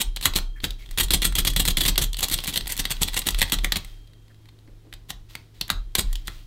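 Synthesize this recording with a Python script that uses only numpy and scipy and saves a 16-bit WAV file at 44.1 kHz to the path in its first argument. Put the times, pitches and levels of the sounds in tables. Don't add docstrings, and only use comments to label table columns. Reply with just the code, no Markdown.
import sys
import numpy as np
from scipy import signal
from scipy.io import wavfile

SR = 44100
rng = np.random.default_rng(int(sys.argv[2]) if len(sys.argv) > 2 else 0)


def master(y):
    cut = np.clip(np.atleast_2d(y).T, -1, 1)
    pcm = np.round(cut * 32767)
    wavfile.write(sys.argv[1], SR, pcm.astype(np.int16))


N = 284886

# f/Hz, relative density/dB per Hz
AIR_SPECTRUM = [(20, 0), (65, -2), (110, -7.5), (200, -16), (330, -13), (560, -25.5), (2900, -36.5),
                (3800, -36), (13500, -43), (16000, -47)]
# f/Hz, rms level/dB
HUM_TONES = [(107.7, -53), (156.1, -67), (317.6, -75)]
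AIR_LEVEL_DB, BAND_EDGE_HZ = -54, 15850

# t/s, hold end after t/s, level/dB
SLIDES = [(0.612, .03, -50), (0.778, 0.04, -55), (0.895, 0.037, -55.5), (2.17, 0.33, -46),
          (2.605, .5, -51.5), (3.11, 0.4, -49), (3.595, 0.32, -56), (5.284, 0.026, -52.5),
          (5.534, 0.16, -60.5), (6.055, 0.13, -56.5), (6.247, 0.11, -52.5)]
SLIDE_RISE_S, SLIDE_T60_S, HANDLING_FLOOR_DB = 0.015, 0.5, -70

# f/Hz, relative density/dB per Hz
STEEL_SPECTRUM = [(150, -21), (500, -14), (900, -9), (1550, -10), (1950, -6), (2500, -5.5), (3300, 0),
                  (4000, 1.5), (5300, -10), (8000, -7), (9500, -10.5), (11000, -10), (13300, -9.5),
                  (15800, -15.5)]
# t/s, length/s, level/dB, dull/dB, thud offset/dB
RATTLES = [(.001, .025, -26, -1, -10.5), (0.224, 0.045, -31, -2, -15), (.26, 0.013, -24.5, 7, -15.5),
           (0.354, 0.031, -24.5, 1.5, -7), (0.6347, .006, -38.5, 3, 4.5), (0.645, 0.0056, -28, 6.5, -11),
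           (2.186, 0.0086, -30, -5.5, -19), (2.227, 0.022, -21.5, 0.5, -14.5),
           (2.311, 0.033, -26.5, -1, -9), (2.48, 0.025, -31, -2, -6.5), (2.535, 0.014, -30, -5, -11),
           (2.563, 0.012, -29, 0, -7.5), (2.691, 0.055, -35, 6, -14), (2.79, 0.013, -24, 0.5, -11),
           (2.905, 0.016, -25.5, 1.5, -12.5), (3.016, 0.011, -22, 2, -11.5), (3.076, .007, -33, -7, -11),
           (3.131, 0.021, -37.5, 6, -14), (3.164, 0.016, -23, 1.5, -15.5), (3.266, 0.01, -22.5, -1, -10.5),
           (3.385, 0.017, -30, -1.5, -17), (3.423, 0.0042, -25, 7, -20), (3.525, 0.025, -24.5, 1, -7.5),
           (3.635, .008, -40.5, 5, 0.5), (3.762, 0.011, -26.5, 3, -9), (5.091, .02, -39.5, 3, -11),
           (5.706, 0.011, -33.5, 3, -15), (5.982, 0.016, -21.5, 1.5, -10.5), (6, .016, -33, -1, -8)]
# t/s, level/dB, dull/dB, bright/dB
CLICKS = [(0.0156, -20.5, -6, 2), (0.162, -28.5, -12.5, -1), (0.1699, -28.5, -1.5, -10),
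          (.2113, -31.5, 3, 2), (0.2558, -10.5, 7.5, 5), (0.3366, -30, 1.5, -7.5), (0.3602, -17.5, -7.5, 3),
          (0.3862, -25, 6, -1.5), (.6027, -40, 2, -14.5), (0.6413, -19.5, 1, -5), (.7061, -29.5, -11, -6),
          (0.9106, -39, 2.5, 3.5), (1.084, -36, 0, -5), (1.3237, -36, 6.5, -3), (1.5342, -34.5, 3.5, 1.5),
          (1.9572, -27.5, 0.5, -9.5), (2.131, -30, -11, -1.5), (2.1436, -29.5, -7, -13),
          (2.169, -30.5, -11, -0.5), (2.2066, -25.5, 1, 5.5), (2.2842, -27, -4.5, 2.5),
          (2.2986, -28, -6.5, -0.5), (2.34, -17.5, -8, 1.5), (2.3777, -33, -11, -3.5), (2.387, -26, -3, -9),
          (2.403, -35, -15, -4), (2.438, -29.5, 7, 4.5), (2.4445, -29.5, -6, -1), (2.4703, -30, -5.5, 7),
          (2.4759, -23.5, 5, 4.5), (2.5582, -20.5, 0, -6), (2.5749, -17.5, -2, 0.5),
          (2.609, -30.5, -4.5, -11.5), (2.6707, -30, 3, -5.5), (2.6765, -28.5, -4, 12),
          (2.703, -32, 8.5, 20), (2.721, -23.5, -4.5, 11), (2.7666, -31.5, 4, 7), (2.776, -28, -4.5, 4.5),
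          (2.853, -20.5, -1.5, -6.5), (3.0318, -15, -7, 2), (3.084, -25.5, 1.5, -10.5),
          (3.1428, -26, -4, 0.5), (3.1908, -22.5, -6.5, 9), (3.2179, -31, -4, -5), (3.287, -17, -0.5, 1),
          (3.3062, -27, -9, 7), (3.3456, -27, -0.5, -9), (3.409, -25, -0.5, -1.5), (3.4166, -13.5, 8, 0),
          (3.4974, -31.5, -1, -3), (3.5207, -17, 0, 2), (3.5865, -29, -4, -11.5), (3.645, -17, 12.5, 0.5),
          (3.721, -15, -1, -3), (3.758, -20.5, 0.5, -4), (3.847, -39.5, 4, 1), (4.4562, -53.5, 8, -4),
          (4.4891, -49.5, 7, -11), (4.6756, -59, 15, -9), (4.9268, -36.5, 9, -6), (4.9376, -37.5, 1, -2),
          (5.104, -27, -1.5, -2.5), (5.3523, -29, 7.5, -2.5), (5.6114, -19.5, -6.5, -6.5),
          (5.68, -38.5, 10, 5), (5.692, -34, 9, -15), (5.7015, -14, 9.5, -0.5), (5.9522, -15, 1.5, -0.5),
          (6.129, -33, -2, 6.5), (6.155, -29.5, -6, -1.5), (6.2725, -32.5, -6, 4), (6.2797, -27, 14, 0)]
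RATTLE_BRIGHT_DB, CLICK_THUD_DB, THUD_DB_PER_DULL_DB = 2, -24, 0.27

# f/Hz, relative density/dB per Hz
BENCH_SPECTRUM = [(35, -1), (70, 8.5), (110, -2), (140, 0.5), (185, -1.5), (230, -3.5), (280, -5.5),
                  (400, -9), (700, -23.5), (1500, -33.5)]
# f/Hz, relative level/dB, t60/s
CASE_MODES = [(136.7, -30, 0.42), (181, -27.5, 0.16), (279.7, -26.5, 0.29), (341, -27.5, .12),
              (437, -31.5, 0.16), (540, -25, 0.072)]
# f/Hz, relative level/dB, t60/s
FRAME_MODES = [(982, -36, .09), (1880, -29, .03), (2060, -21.5, 0.066), (3860, -31, .3),
               (4070, -32.5, 0.51), (4400, -29.5, .06)]
# f/Hz, relative level/dB, t60/s
PAWL_MODES = [(1950, -18, .06), (2790, -26, .07), (3280, -24, .06), (3372, -18, .16), (3430, -22, .06),
              (7080, -24, .045), (7770, -22, .035), (8205, -16, .07), (8250, -14, .11), (9170, -20, .05),
              (9374, -25, .3), (10200, -14, .005), (10340, -25, .05), (12064, -28, .12), (12450, -13, .005),
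              (12690, -21, .05), (14060, -21, .08), (14800, -25, .05)]
# f/Hz, relative level/dB, t60/s
SPRING_MODES = [(3197, -31, 2.5), (3225, -38, 2.2)]
# t/s, gain/dB
RATCHET_GAIN = [(0, 1), (.7, -15.5), (1, 3), (2, -2), (2.6, -1.5), (3.55, -1), (3.7, -9.5), (5.7, -12.5),
                (6, -0.5), (6.2, -12)]
# f/Hz, relative level/dB
WASH_SPECTRUM = [(200, 0), (800, 5.5), (2000, 0.5), (3800, 0.5), (6000, 1), (10000, -9.5), (15000, -2)]
# f/Hz, t60/s
WASH_DECAY = [(200, 0.26), (800, 0.27), (2000, 0.23), (4000, 0.24), (8000, .22), (14000, .17)]

# t/s, level/dB
SHOVES = [(.03, -24.5), (.28, -25.5), (.4, -25.5), (.65, -30), (.87, -31), (1.53, -21.5), (2.28, -29.5),
          (2.59, -30), (2.76, -30.5), (2.92, -27.5), (3.06, -30), (3.3, -22), (3.53, -21.5), (3.83, -33.5),
          (4.67, -45), (4.9, -44.5), (5.12, -38), (5.57, -42), (5.72, -26.5), (6.02, -20.5), (6.3, -35.5)]
SHOVE_RISE_S, SHOVE_T60_S, STEP_ROCK_DB = 0.055, 0.76, -23
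# t/s, level/dB
JOLTS = [(0.26, -29), (.645, -35), (3.419, -27), (3.648, -34), (3.76, -33), (5.703, -29), (5.985, -27.5),
         (6.28, -39.5)]
# t/s, length/s, f/Hz, rms level/dB
SQUEAKS = [(0.555, 0.042, 1770, -53), (0.787, .07, 2230, -57), (4.297, 0.026, 1750, -63),
           (6.095, 0.029, 1850, -60)]
# start t/s, end t/s, rate/(1/s), mean level/dB
PLAY = [(.79, .94, 24, -47.5), (2.18, 2.62, 24, -34), (2.62, 3.619, 22, -38.5), (3.999, 4.6, 10, -57)]

# t/s, snap level/dB, chatter level/dB, flight/s, landing level/dB,
# rebound after landing/s, rebound level/dB
STEPS = [(0.9754, -24.5, -23, .023, -20, 0.033, -27.5), (1.106, -16.5, -28.5, .028, -17.5, 0.034, -40),
         (1.219, -23, -24.5, .025, -19.5, 0.015, -29.5), (1.353, -21, -30, 0.028, -20.5, 0.018, -32),
         (1.4494, -21.5, -32, 0.02, -20, 0.029, -33), (1.5625, -18.5, -27.5, .032, -20, 0.02, -33),
         (1.6524, -21, -29.5, .024, -19.5, .025, -27.5), (1.7705, -16.5, -28.5, 0.035, -20.5, 0.026, -28),
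         (1.852, -21, -22.5, .027, -19, 0.013, -30), (1.9785, -14, -29, .036, -23.5, 0.021, -27)]
SNAP_DULL_DB, SNAP_BRIGHT_DB, SNAP_THUD_DB = 1, 0, -17
LANDING_S, LANDING_DULL_DB, LANDING_BRIGHT_DB, LANDING_THUD_DB = 0.013, 0.5, 2, -10
CHATTER_DELAY_S, CHATTER_SHARE = 0.004, 0.48

# t/s, relative level/dB
BUMPS = [(4.297, -53.5), (4.677, -49), (4.72, -58), (4.849, -52), (4.867, -51.5), (5.04, -58)]


def amp(db):
    return 10 ** (np.asarray(db) / 20)


def evened(x):
    return x / np.sqrt(np.mean(x ** 2) + 1e-20)


def read(points, hz):
    f, value = np.transpose(points)
    return np.interp(np.log(hz + 1), np.log(f + 1), value)


def add(mix, s, sound):
    part = mix[max(round(s * SR), 0):][:len(sound)]
    part += sound[:len(part)]


def coloured(x, points, size=4096):
    log_gain = np.log(amp(read(points, abs(np.fft.fftfreq(size, 1 / SR)))))
    taps = np.fft.ifft(np.exp(np.conj(signal.hilbert(log_gain)))).real[:size // 2]
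    return signal.fftconvolve(x, taps / np.linalg.norm(taps))[:len(x)]


def gesture(db, rise_s, hold_s, t60_s):
    t = np.arange(2 * SR) / SR
    decay = amp(db - 60 * np.maximum(t - hold_s, 0) / t60_s)
    return (np.minimum(t / rise_s, 1) * decay) ** 2


def room_tone():
    t = np.arange(N) / SR
    hum = np.zeros(N)
    for hz, db in HUM_TONES:
        hum += amp(db) * evened(np.sin(2 * np.pi * (hz * t + rng.random())))
    air = evened(coloured(rng.standard_normal(N), AIR_SPECTRUM))
    return hum + amp(AIR_LEVEL_DB) * air


def sliding(catches_per_s=250, catch_db=15):
    power = np.full(N, amp(HANDLING_FLOOR_DB) ** 2)
    for s, hold_s, db in SLIDES:
        add(power, s, gesture(db, SLIDE_RISE_S, hold_s, SLIDE_T60_S))
    catches = (rng.random(N) < catches_per_s / SR) * rng.standard_normal(N)
    friction = rng.standard_normal(N) + amp(catch_db) * catches
    scrape = coloured(friction, [(200, -2.5), (1000, -6.0), (1900, -1.5), (3800, 3.0),
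                                 (5500, -3.5), (10000, -11), (16000, -9.5)])
    return np.sqrt(power) * evened(scrape)


def steel(force, length_s, dull_db, bright_db, low_share=0.52):
    hz = np.geomspace(100, 16000, num=200)
    tilt = read([(1000, low_share * dull_db), (1800, dull_db), (2100, dull_db),
                 (2800, 0.0035), (4600, 0.0059), (7000, bright_db)], hz)
    sound = coloured(force, np.column_stack([hz, read(STEEL_SPECTRUM, hz) + tilt]))
    return sound / np.sqrt(np.mean(sound[:round(length_s * SR)] ** 2))


def noise_swell(dull_db, bright_db, length_s=0.0024, level_db=-25):
    swell = np.linspace(0, 1, round(length_s * SR)) ** 0.5
    return amp(level_db) * steel(swell * rng.standard_normal(len(swell)), length_s, dull_db, bright_db)


def thud(rise_s=0.001, knock_t60_s=0.021, boom_db=-8, boom_t60_s=0.24):
    t = np.arange(12000) / SR
    decay = amp(-60 * t / knock_t60_s) + amp(boom_db - 60 * t / boom_t60_s)
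    push = (1 - np.exp(-t / rise_s)) * decay * rng.standard_normal(len(t))
    return push / np.std(push[:SR // 30])


def rattle(length_s, dull_db, bright_db, contacts_per_s=1300, spread_db=4, contact_t60_s=0.009,
           settle_t60_s=0.048, rise_s=0.00079, parts=3):
    t = np.arange(4096) / SR
    settling = amp(-60 * np.maximum(t - 0.73 * length_s, 0) / settle_t60_s)
    stroke = (1 - np.exp(-t / rise_s)) * settling
    contacts = 150
    place, size = rng.random(contacts), rng.standard_normal(contacts)
    sign = rng.choice([-1, 1], contacts)
    order = np.arange(contacts)
    at = ((order + place) / contacts_per_s * SR).astype(int).clip(0, len(t) - 1)
    strikes = np.zeros((parts, len(t)))
    strikes[order % parts, at] = sign * amp(spread_db * size) * stroke[at]
    rings = rng.standard_normal(strikes.shape) * amp(-60 * t / contact_t60_s)
    force = signal.fftconvolve(strikes, rings, axes=1).sum(0)[:len(t)]
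    return steel(force, length_s, dull_db, bright_db)


def one_rattle(s, length_s, db, dull_db, bright_db, thud_db):
    swell = amp(db) * noise_swell(dull_db, bright_db, length_s=0.006, level_db=-14.5)
    chatter = amp(db) * rattle(length_s, dull_db, bright_db)
    push = amp(db + thud_db + THUD_DB_PER_DULL_DB * dull_db) * thud()
    return s, swell, chatter, push


def click(db, dull_db, bright_db, rise_s=0.00027, t60_s=0.016, after_db=-17, after_t60_s=0.07,
          looseness=0.35):
    t = np.arange(4096) / SR
    shiver_db = after_db + looseness * np.clip(db + 22.5, -10, 10)
    decay = amp(-60 * t / t60_s) + amp(shiver_db - 60 * t / after_t60_s)
    shape = (1 - np.exp(-t / rise_s)) * decay
    return steel(shape * rng.standard_normal(len(t)), 0.0033, dull_db, bright_db)


def one_click(s, db, dull_db, bright_db, thud_db):
    swell = amp(db) * noise_swell(dull_db, bright_db)
    crack = amp(db) * click(db, dull_db, bright_db)
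    push = amp(db + thud_db + THUD_DB_PER_DULL_DB * dull_db) * thud()
    return s, swell, crack, push


def ringing(blow, modes, level_db):
    t = np.arange(2 * SR) / SR
    ring = np.zeros(len(t))
    for hz, db, t60_s in modes:
        mode = amp(-60 * t / t60_s) * np.cos(2 * np.pi * hz * t)
        ring += amp(db) * mode / np.linalg.norm(mode)
    return amp(level_db) * signal.fftconvolve(blow, ring)[:N]


def tail(rise_s=0.0061):
    hz, t, z = signal.stft(rng.standard_normal(SR // 2), SR, nperseg=256)
    decay_db = 60 * t / read(WASH_DECAY, hz)[:, None]
    gain = amp(read(WASH_SPECTRUM, hz)[:, None] - decay_db)
    sound = signal.istft(z * gain, SR, nperseg=256)[1]
    sound = sound * (1 - np.exp(-np.arange(len(sound)) / SR / rise_s))
    return sound / np.linalg.norm(sound)


def wash(metal, level_db=-14, count=4):
    phase = np.arange(N) / SR * 2 * np.pi
    shares = [np.cos(phase + np.pi * k / count) ** 4 for k in range(count)]
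    shares = shares / np.linalg.norm(shares, axis=0)
    return amp(level_db) * sum(signal.fftconvolve(metal * share, tail())[:N] for share in shares)


def rocking(hz=34.5, wander_hz=4, mush_db=-9):
    power = np.zeros(N)
    landings = [(s + flight_s, STEP_ROCK_DB) for s, _, _, flight_s, _, _, _ in STEPS]
    for s, db in list(SHOVES) + landings:
        add(power, s, gesture(db, SHOVE_RISE_S, SHOVE_RISE_S, SHOVE_T60_S))
    drift = evened(coloured(rng.standard_normal(N), [(1, 0), (8, -0.5), (30, -40), (200, -90.5)],
                            size=32768))
    swing = evened(np.sin(2 * np.pi * np.cumsum(hz + wander_hz * drift) / SR))
    mush = evened(coloured(rng.standard_normal(N), [(8, -9), (22, 2.5), (42, 0.5), (65, -13),
                                                    (130, -32.0), (600, -76.5)], size=16384))
    return np.sqrt(power) * evened(swing + amp(mush_db) * mush)


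def jolts(hz=82, t60_s=0.3, rise_s=0.0031):
    t, out = np.arange(SR // 2) / SR, np.zeros(N)
    boom = (1 - np.exp(-t / rise_s)) * amp(-60 * t / t60_s) * np.sin(2 * np.pi * hz * t)
    for s, db in JOLTS:
        add(out, s, amp(db) * boom)
    return out


def squeaks(width=0.07):
    out = np.zeros(N)
    for s, length_s, hz, db in SQUEAKS:
        slips = rng.standard_normal(round(length_s * SR))
        note = coloured(slips, [(hz / 2, -35), (hz * (1 - width), -10), (hz, 0),
                                (hz * (1 + width), -10), (hz * 2, -35)])
        add(out, s, amp(db) * evened(note * signal.windows.tukey(len(note), 0.5)))
    return out


def faint_ticks(spread_db=3):
    ticks = []
    for start, end, per_s, db in PLAY:
        count = max(round((end - start) * per_s), 1)
        for k, (place, size) in enumerate(rng.random((count, 2))):
            s = start + (end - start) * (k + place) / count
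            tick_db = db + spread_db * (2 * size - 1)
            ticks.append(one_click(s, tick_db, dull_db=1.5, bright_db=-7, thud_db=-11))
    return ticks


def carriage_step(s, snap_db, chatter_db, flight_s, landing_db, rebound_s, rebound_db):
    landing = s + flight_s
    return [one_click(s, snap_db, SNAP_DULL_DB, SNAP_BRIGHT_DB, SNAP_THUD_DB),
            one_rattle(s + CHATTER_DELAY_S, CHATTER_SHARE * flight_s, chatter_db,
                       dull_db=-3, bright_db=-1, thud_db=-10.5),
            one_rattle(landing, LANDING_S, landing_db,
                       LANDING_DULL_DB, LANDING_BRIGHT_DB, LANDING_THUD_DB),
            one_rattle(landing + rebound_s, 0.01, rebound_db, dull_db=-3.5, bright_db=3, thud_db=-15)]


def blows():
    events = [one_rattle(s, length_s, db, dull_db, RATTLE_BRIGHT_DB, thud_db)
              for s, length_s, db, dull_db, thud_db in RATTLES]
    events += [one_click(*row, CLICK_THUD_DB) for row in CLICKS]
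    events += faint_ticks()
    for row in STEPS:
        events += carriage_step(*row)
    metal, bench = np.zeros(N), np.zeros(N)
    for s, swell, crack, push in events:
        add(metal, s - len(swell) / SR, swell)
        add(metal, s, crack)
        add(bench, s, push)
    return metal, coloured(bench, BENCH_SPECTRUM)


def bumps(rise_s=0.0025, t60_s=0.15):
    t, out = np.arange(SR // 4) / SR, np.zeros(N)
    for s, db in BUMPS:
        push = (1 - np.exp(-t / rise_s)) * amp(-60 * t / t60_s) * rng.standard_normal(len(t))
        touch = coloured(push, [(80, -7), (250, 8), (550, 1), (900, -12.0),
                                (1700, -18), (4000, -35), (12000, -48)])
        add(out, s, amp(db) * touch)
    return out


def scene():
    metal, bench = blows()
    metal = metal + sliding()
    ratchet_db = np.interp(np.arange(N) / SR, *np.transpose(RATCHET_GAIN))
    at_ratchet = metal * amp(ratchet_db)
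    pawls = ringing(at_ratchet, PAWL_MODES, level_db=-4.5)
    spring = ringing(at_ratchet, SPRING_MODES, level_db=-2.5)
    frame = ringing(metal, FRAME_MODES, level_db=-10)
    knock = amp(-0.5) * bench + ringing(bench, CASE_MODES, level_db=-4)
    machine = metal + pawls + spring + frame + wash(metal) + knock
    handling = rocking() + jolts() + squeaks() + bumps()
    return (machine + handling + room_tone())[None]


def record(dry):
    taps = signal.firwin(301, BAND_EDGE_HZ, window=("kaiser", 8), fs=SR)
    return signal.oaconvolve(np.clip(dry, -1, 1), taps[None], "same")


dry = scene()
out = record(dry)
master(out)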